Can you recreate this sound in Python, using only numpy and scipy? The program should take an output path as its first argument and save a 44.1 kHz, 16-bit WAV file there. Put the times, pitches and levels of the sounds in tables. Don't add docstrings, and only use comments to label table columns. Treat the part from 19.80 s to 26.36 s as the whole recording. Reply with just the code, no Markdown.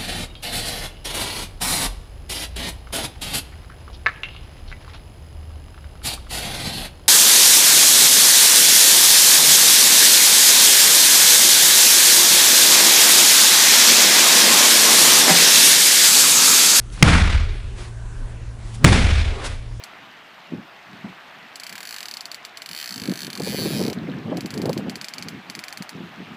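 import sys
import numpy as np
from scipy import signal
from scipy.fft import rfft, irfft, next_fast_len
from scipy.io import wavfile
from scipy.ndimage import uniform_filter1d, map_coordinates

SR = 44100
rng = np.random.default_rng(int(sys.argv[2]) if len(sys.argv) > 2 else 0)


def decibels_to_gain(level_db):
    exponent = np.asarray(level_db, float) / 20
    return 10 ** exponent


def inscribe(sig):
    pcm = np.round(np.clip(np.atleast_2d(sig).T, -1, 1) * 32767)
    wavfile.write(sys.argv[1], SR, pcm.astype(np.int16))


N = 289296
CLOCK_S = np.arange(N) / SR


def unit(x):
    return x / np.sqrt(np.mean(x ** 2) + 1e-20)


def wobble(rate):
    return map_coordinates(rng.standard_normal(size=N // 100), [CLOCK_S * rate])


def coloured(x, points):
    size = next_fast_len(x.shape[-1] + 8192)
    hz, db = np.transpose(points)
    log_hz = np.log(np.fft.rfftfreq(size, 1 / SR) + 1)
    gain = decibels_to_gain(np.interp(log_hz, np.log(hz), db, -120, -120))
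    return irfft(rfft(x, size) * gain, size)[..., :x.shape[-1]]


def lay(start_s, rows):
    first = np.round(np.asarray(start_s) * SR).astype(int)[:, None]
    at = first + np.arange(rows.shape[1])
    return np.bincount(np.clip(at, 0, N).ravel(), rows.ravel(), N + 1)[:N]


def bubbles(start_s, level_db, pitch_hz, cycles, rise):
    u = np.arange(0, .02, 1 / SR) * np.asarray(pitch_hz)[:, None] / cycles
    fade = (1 - np.exp(-12 * u)) * np.exp(-3 * u)
    tone = np.sin(2 * np.pi * cycles * (u + rise * u * u))
    return lay(start_s, decibels_to_gain(np.asarray(level_db))[:, None] * fade * tone)


# pitch_hz, level_db
RIVER_COLOUR = [(30, -64), (70, -27), (120, -10), (300, -6), (500, -9.5), (680, 0.5), (1000, -2),
                (1800, -1.5), (2750, -4.5), (4000, -11), (5500, -20.5), (7500, -27.5), (10000, -33.5),
                (13000, -30.5), (15400, -32)]
# time_s, level_db
RIVER_FLOW = [(0, -50.5), (.8, -53), (1.3, -50.5), (3, -52), (4.2, -50.5), (6.56, -50.5)]
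# start_s, level_db, starting pitch_hz
SINGLE_BUBBLES = [(4.187, -26.5, 3740), (4.272, -26.5, 1960), (4.299, -27, 3670), (4.317, -27, 2860),
                  (4.338, -25, 1610), (4.386, -35, 4900)]


def river():
    cells = signal.stft(rng.standard_normal(N), nperseg=512)[2]
    field = uniform_filter1d(rng.standard_normal(cells.shape), size=8, axis=0)
    field = uniform_filter1d(field, size=6, axis=1)
    patches = signal.istft(cells * decibels_to_gain(1.5 * unit(field)), nperseg=512)[1][:N]
    place, pitch, size = rng.random(size=(3, 2500))
    fizz_db = -3.5 * np.log(size + 0.0038)
    fizz_hz = 1000 * 5.5 ** (pitch ** 1.3)
    fizz = bubbles(place * N / SR, fizz_db, fizz_hz, cycles=2.6, rise=0.081)
    rush = unit(coloured(patches, RIVER_COLOUR)) + decibels_to_gain(-10) * unit(fizz)
    flow_db = np.interp(CLOCK_S, *np.transpose(RIVER_FLOW)) + 6.5 + 0.093 * wobble(7.8)
    return decibels_to_gain(flow_db) * rush + bubbles(*np.transpose(SINGLE_BUBBLES), cycles=9.3, rise=0.11)


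# time_s, teeth passed (count)
SPOOL_TRAVEL = [(0.0383, 0), (1.7577, 1), (1.7993, 2), (1.867, 4), (1.8948, 5), (1.9265, 6), (1.9553, 7),
                (1.9803, 8), (2.0534, 11), (2.109, 14), (2.1265, 15), (2.1432, 16), (2.1636, 17),
                (2.2298, 20), (2.2849, 22), (2.3127, 23), (2.3706, 25), (2.4557, 27), (2.5165, 28),
                (2.5455, 29), (2.6507, 30), (2.7729, 31), (2.8201, 32), (2.8608, 33), (2.8904, 34),
                (2.9322, 36), (2.9493, 37), (2.9885, 40), (3.0005, 41), (3.0428, 44), (3.0764, 46),
                (3.1082, 48), (3.16, 51), (3.1993, 53), (3.2565, 56), (3.3166, 59), (3.3374, 60),
                (3.3915, 63), (3.4056, 64), (3.4322, 66), (3.4474, 67), (3.4683, 68), (3.5027, 69),
                (3.5309, 70), (3.5533, 71), (3.5757, 72), (3.6198, 74), (3.6469, 76), (3.6566, 77),
                (3.6893, 81), (3.7216, 85), (3.7523, 89), (3.7797, 93), (3.8049, 97), (3.8301, 101),
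                (3.8838, 109), (3.9118, 113), (3.9413, 117), (3.9745, 121), (4.0142, 125), (4.065, 129),
                (4.0807, 130), (4.1003, 131), (4.1305, 132), (4.5713, 133), (4.6079, 134), (4.66, 135),
                (4.706, 136), (4.7406, 137), (4.7772, 138), (4.818, 139), (4.8945, 141), (4.9308, 142),
                (4.9775, 143), (5.0971, 144), (5.1568, 145), (5.2138, 146), (5.245, 147), (5.285, 148),
                (5.3378, 149), (5.3832, 150), (5.4252, 151), (5.4856, 152), (5.6998, 153), (5.7517, 154),
                (5.7918, 155), (5.8393, 156), (5.9269, 158), (5.974, 159), (6.0236, 160), (6.0932, 161)]


def tooth_times():
    s, passed = np.transpose(SPOOL_TRAVEL)
    tooth = np.arange(passed[-1] + 1)
    k = np.clip(np.searchsorted(passed, tooth, "right") - 1, 0, len(s) - 2)
    span, slope = np.diff(passed)[k], np.gradient(s, passed)
    u = (tooth - passed[k]) / span
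    step_s = np.diff(s)[k]
    bend = (1 - u) * (slope[k] * span - step_s) - u * (slope[k + 1] * span - step_s)
    return tooth, np.interp(tooth, passed, s) + u * (1 - u) * bend


# mean level_db,
# swing_db, swings per turn, loudest at (tooth number), db per doubling of speed, share of the pull
PART_FACING = [(-27, 2, 1, 23.9, 2.25, 1.54), (-30.5, 1.8, 2, 6.5, 0.88, 0.1),
               (-32.5, 1.1, 1, 24.1, 0, 0.3), (-37.5, .5, 1, 19, 2.44, 0.1)]
# time_s, pull_db
LINE_PULL = [(.04, 0), (1.76, -1), (1.84, 1), (1.95, -2), (2.1, 0.5), (2.18, -2), (2.36, 3), (2.8, 1),
             (3.1, 0.2), (3.3, -1.5), (3.42, 1), (3.6, -1.5), (3.9, -2), (4.13, 1), (4.95, 1.3), (5.1, 2.7),
             (5.7, 2.5), (5.8, 1), (6.1, 3)]


def part_levels(tooth, when_s):
    teeth_per_turn = 24.8
    usual_hz, slowest_hz = 50, 20
    teeth_hz = np.maximum(1 / np.gradient(when_s), slowest_hz)
    doublings = np.log2(teeth_hz / usual_hz)
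    pull_db = np.interp(when_s, *np.transpose(LINE_PULL))
    levels = []
    for mean_db, swing_db, swings, loudest, faster_db, share in PART_FACING:
        angle = 2 * np.pi * round(swings) * (tooth - loudest) / teeth_per_turn
        levels.append(mean_db + swing_db * np.cos(angle) + faster_db * doublings + share * pull_db)
    return levels


def alike(noise, keep):
    keep = np.clip(keep, 0, .99)
    fresh = np.sqrt(1 - keep ** 2)
    noise = np.vstack([noise[:1] / fresh, noise[1:]])
    return signal.lfilter([fresh], [1, -keep], noise, axis=0)


def snap(modes, t, teeth):
    face = rng.uniform(0, 2 * np.pi) + .14 * np.cumsum(rng.standard_normal(size=(teeth, 1)), axis=0)
    total = 0
    for hz, mode_db, rise_ms in modes:
        turn, scatter = rng.standard_normal(size=(2, teeth, 1))
        phase = face + .7 * alike(turn, keep=.9) - 2 * np.pi * hz * .0009
        u = t / rise_ms * 1000
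        swell = (u * np.exp(1 - u)) ** 1.68
        gain = decibels_to_gain(mode_db + 2.5 * alike(scatter, keep=0.6))
        total = total + gain * swell * np.sin(2 * np.pi * hz * t + phase)
    return total / np.abs(signal.hilbert(total)).max(axis=1, keepdims=True)


def ringing(noise, modes, share):
    f = np.fft.rfftfreq(noise.shape[1], 1 / SR)
    power = sum(decibels_to_gain(2 * db) / (1 + ((f - hz) / (share * hz)) ** 4) for hz, db, _ in modes)
    return unit(irfft(rfft(noise) * np.sqrt(power), noise.shape[1]))


# pitch_hz, relative level_db, rise_ms
CAGE_MODES = [(4440, 0, 1.15), (4790, -4.5, 1.05), (5200, -10, .9)]
BODY_MODES = [(1700, 5.9, 0.89), (2310, 5.64, 0.91), (3060, 4.3, 1.21), (3950, 6.5, 1.54)]
RIM_MODES = [(6060, 5.5, 0.77), (7150, -2, 0.78), (7770, 4.5, 0.59)]
PAWL_MODES = [(9540, -2, 0.59), (10930, 0, 0.83), (12500, -27.5, 0.93), (13100, -58, 0.61),
              (15300, -6.5, 0.78), (14600, -3, 1)]
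# snap_db, rattle_db, early t60_s (time to
# fall 60 dB), late_db next to the early part, late t60_s, resonance width (share of pitch)
PART_RATTLE = [(2, -23, 0.066, -5.5, 0.17, 0.19), (3.4, -8.5, 0.034, -2.5, 0.052, 0.093),
               (2, -7.5, 0.034, -11, 0.13, 0.25), (6.5, -7, 0.098, -13.5, 0.043, 0.13)]
# delay_ms, level_db before colouring
SNAP_ECHOES = [(3.8, -14.5), (7.1, -18)]
# pitch_hz, level_db
ECHO_TONE = [(500, -26), (3000, 2), (4500, -6), (7700, 8), (10000, -13), (16000, -5)]
# pitch_hz, level_db
PATH_DIPS = [(500, 0), (3650, 0), (3950, -7), (4200, 0), (6400, 0), (6700, -6), (7000, 0), (8200, 0),
             (8800, -15), (9600, 0), (16600, 0)]


def reel():
    tooth, crest_s = tooth_times()
    when = crest_s - .0009
    t = np.arange(4096) / SR
    short = t[t < .008]
    snaps, rattles = np.zeros((2, len(tooth), len(t)))
    parts = [CAGE_MODES, BODY_MODES, RIM_MODES, PAWL_MODES]
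    for modes, level, row in zip(parts, part_levels(tooth, when), PART_RATTLE):
        snap_db, rattle_db, t60, late_db, late_t60, share = row
        level = level[:, None]
        snaps[:, :len(short)] += decibels_to_gain(level + snap_db) * snap(modes, short, len(tooth))
        fade = decibels_to_gain(-60 * t / t60) + decibels_to_gain(late_db - 60 * t / late_t60)
        fade = (1 - np.exp(-t / 0.00066)) * fade
        noise = alike(rng.standard_normal(size=(len(tooth), len(t))), keep=.93)
        rattles += decibels_to_gain(level + rattle_db) * fade * ringing(noise, modes, share)
    late = (when * SR - np.round(when * SR))[:, None]
    shift = np.exp(-2j * np.pi * np.fft.rfftfreq(len(t)) * late)
    snaps, rattles = irfft(rfft([snaps, rattles]) * shift, len(t))
    echoes = sum(decibels_to_gain(db) * lay(when, np.roll(snaps, round(ms * SR / 1000), axis=1))
                 for ms, db in SNAP_ECHOES)
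    return coloured(lay(when, snaps + rattles) + coloured(echoes, ECHO_TONE), PATH_DIPS)


# full from start_s, hold_s, buffet_db before wind() lowers it 1 dB
GUST_TIMES = [(0.183, 0.07, -54), (0.728, 0.062, -34.5), (0.813, 0.024, -42.5), (1.09, .12, -47),
              (1.254, 0.011, -37.5), (1.285, 0.018, -45.5), (1.559, 0.021, -54), (1.65, .01, -49.5),
              (1.925, 0.016, -49.5), (2.91, 0.016, -45), (3.105, 0.019, -43.5), (3.171, .01, -37),
              (3.22, 0.035, -32.5), (3.281, 0.03, -30.5), (3.356, .03, -42), (3.43, 0.061, -36),
              (3.546, 0.013, -44), (3.593, 0.046, -30.5), (3.683, 0.065, -29), (3.795, 0.095, -27),
              (3.92, 0.19, -25), (4.16, .08, -30.5), (4.27, 0.14, -29.5), (4.463, 0.12, -26),
              (4.63, 0.024, -28), (4.7, .02, -39), (4.743, 0.16, -27.5), (4.882, .22, -29),
              (5.138, 0.036, -36.5), (5.218, .02, -44.5), (5.367, 0.046, -39.5), (5.46, .02, -33.5),
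              (5.524, .06, -35.5), (5.691, 0.011, -42), (5.775, 0.012, -40.5), (6.005, 0.0087, -37),
              (6.151, 0.11, -34.5), (6.285, .1, -45), (6.387, 0.043, -37.5), (6.486, 0.066, -39)]


def gusts():
    rise_db_per_s, fall_db_per_s, calm_db = 491, 482, -65
    t = np.arange(0, N + 64, 64) / SR
    s, hold, db = np.transpose(GUST_TIMES)[:, :, None]
    rise = rise_db_per_s * np.maximum(s - t, 0)
    fall = fall_db_per_s * np.maximum(t - s - hold, 0)
    power = decibels_to_gain(2 * (db - rise - fall)).sum(axis=0) + decibels_to_gain(2 * calm_db)
    return np.interp(CLOCK_S, t, 10 * np.log10(power))


# middle time_s, level_db before push_sounds() lowers it 3.5 dB, pitch_hz
PUSHES = [(0.724, -15, 303), (0.738, -13, 250), (1.2481, -16, 206), (1.2603, -19.5, 213),
          (3.1642, -22, 228), (3.289, -9.5, 272), (3.309, -13.5, 222), (3.3233, -10.5, 307),
          (3.48, -18.5, 300), (3.605, -10, 330), (3.6753, -11, 450), (3.747, -11, 427), (3.787, -12, 384),
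          (3.8223, -13, 375), (3.86, -6.5, 333), (3.8701, -13, 400), (3.909, -10.5, 338),
          (3.9613, -14, 289), (4.0037, -17, 260), (4.0163, -6, 346), (4.0551, -8.5, 406),
          (4.079, -10.5, 317), (4.0841, -6.5, 330), (4.112, -20, 330), (4.1253, -13, 383),
          (4.2889, -9.5, 283), (4.498, -15, 385), (4.5229, -6, 252), (4.5284, -11, 570), (4.586, -11, 335),
          (4.65, -16.5, 245), (4.8003, -9, 330), (4.8404, -11, 347), (4.8567, -9, 435), (4.8775, -15, 368),
          (4.8992, -8, 434), (4.9702, -9, 315), (4.997, -12.5, 300), (5.0562, -29, 277),
          (5.0834, -13.5, 320), (6.0109, -21, 216), (6.207, -20.5, 252), (6.4047, -19.5, 272)]
# pitch_hz, level_db
BASS_CUT = [(5, -60), (40, -26), (80, -52), (130, 3), (250, -1)]


def push_sounds():
    s, db, hz = np.transpose(PUSHES)
    u = np.arange(-.012, .012, 1 / SR) * hz[:, None]
    phase = rng.uniform(0, 2 * np.pi, size=(len(s), 1))
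    swell = np.exp(-np.abs(u / 0.48) ** 0.86)
    waves = decibels_to_gain(db - 3.5)[:, None] * swell * np.cos(2 * np.pi * u + phase)
    return coloured(lay(s - .012, waves), BASS_CUT + [(16000, 0)])


def sharp_edge(buffet_db):
    edge_db, calm_db, strong_db = -41.5, -65.5, -27
    edge_grows = 2.2
    flare_db, flare_s, flare_db_per_octave, usual_hz = -29, 0.01, 14, 330
    t = np.arange(0, N + 64, 64) / SR
    s, db, hz = np.transpose(PUSHES)[:, :, None]
    peak = decibels_to_gain(db + flare_db + flare_db_per_octave * np.log2(hz / usual_hz))
    flares = (peak * np.exp(-((t - s) / flare_s) ** 2)).sum(axis=0)
    flicker_db = 1.5 * wobble(30)
    steady = decibels_to_gain(edge_db + edge_grows * (buffet_db - strong_db) + flicker_db)
    return 20 * np.log10(steady + np.interp(CLOCK_S, t, flares) + decibels_to_gain(calm_db))


# pitch_hz, level_db per Hz
BUFFET_COLOUR = [(20, -38), (55, -31.5), (100, -10), (190, 2), (330, -7.5), (450, -14.5), (700, -35.5),
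                 (1300, -90)]
# pitch_hz, level_db per Hz
EDGE_COLOUR = [(150, -4), (350, -4.5), (500, 1), (800, -7), (1300, -20.5), (2500, -66)]


def wind():
    buffet_db = gusts()
    edge_db = sharp_edge(buffet_db)
    eddy = wobble(45)
    low = unit(coloured(rng.standard_normal(N), BUFFET_COLOUR))
    low = unit(decibels_to_gain(1.2 * eddy + 1.24 * wobble(13)) * low)
    edge = unit(coloured(rng.standard_normal(N), EDGE_COLOUR))
    edge = unit(decibels_to_gain(1.2 * eddy + 3 * wobble(90)) * edge)
    return decibels_to_gain(buffet_db - 1.0) * low + decibels_to_gain(edge_db) * edge + push_sounds()


def scene():
    return (river() + reel() + wind())[None]


def low_pass(x):
    return signal.sosfilt(signal.butter(12, 16640, fs=SR, output="sos"), x)


def record(dry):
    limit = [(5, 0), (15330, 0), (15370, -30), (16600, -40)]  # pitch_hz, level_db
    mix = coloured(dry, limit)
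    return low_pass(mix)


dry = scene()
out = record(dry)
inscribe(out)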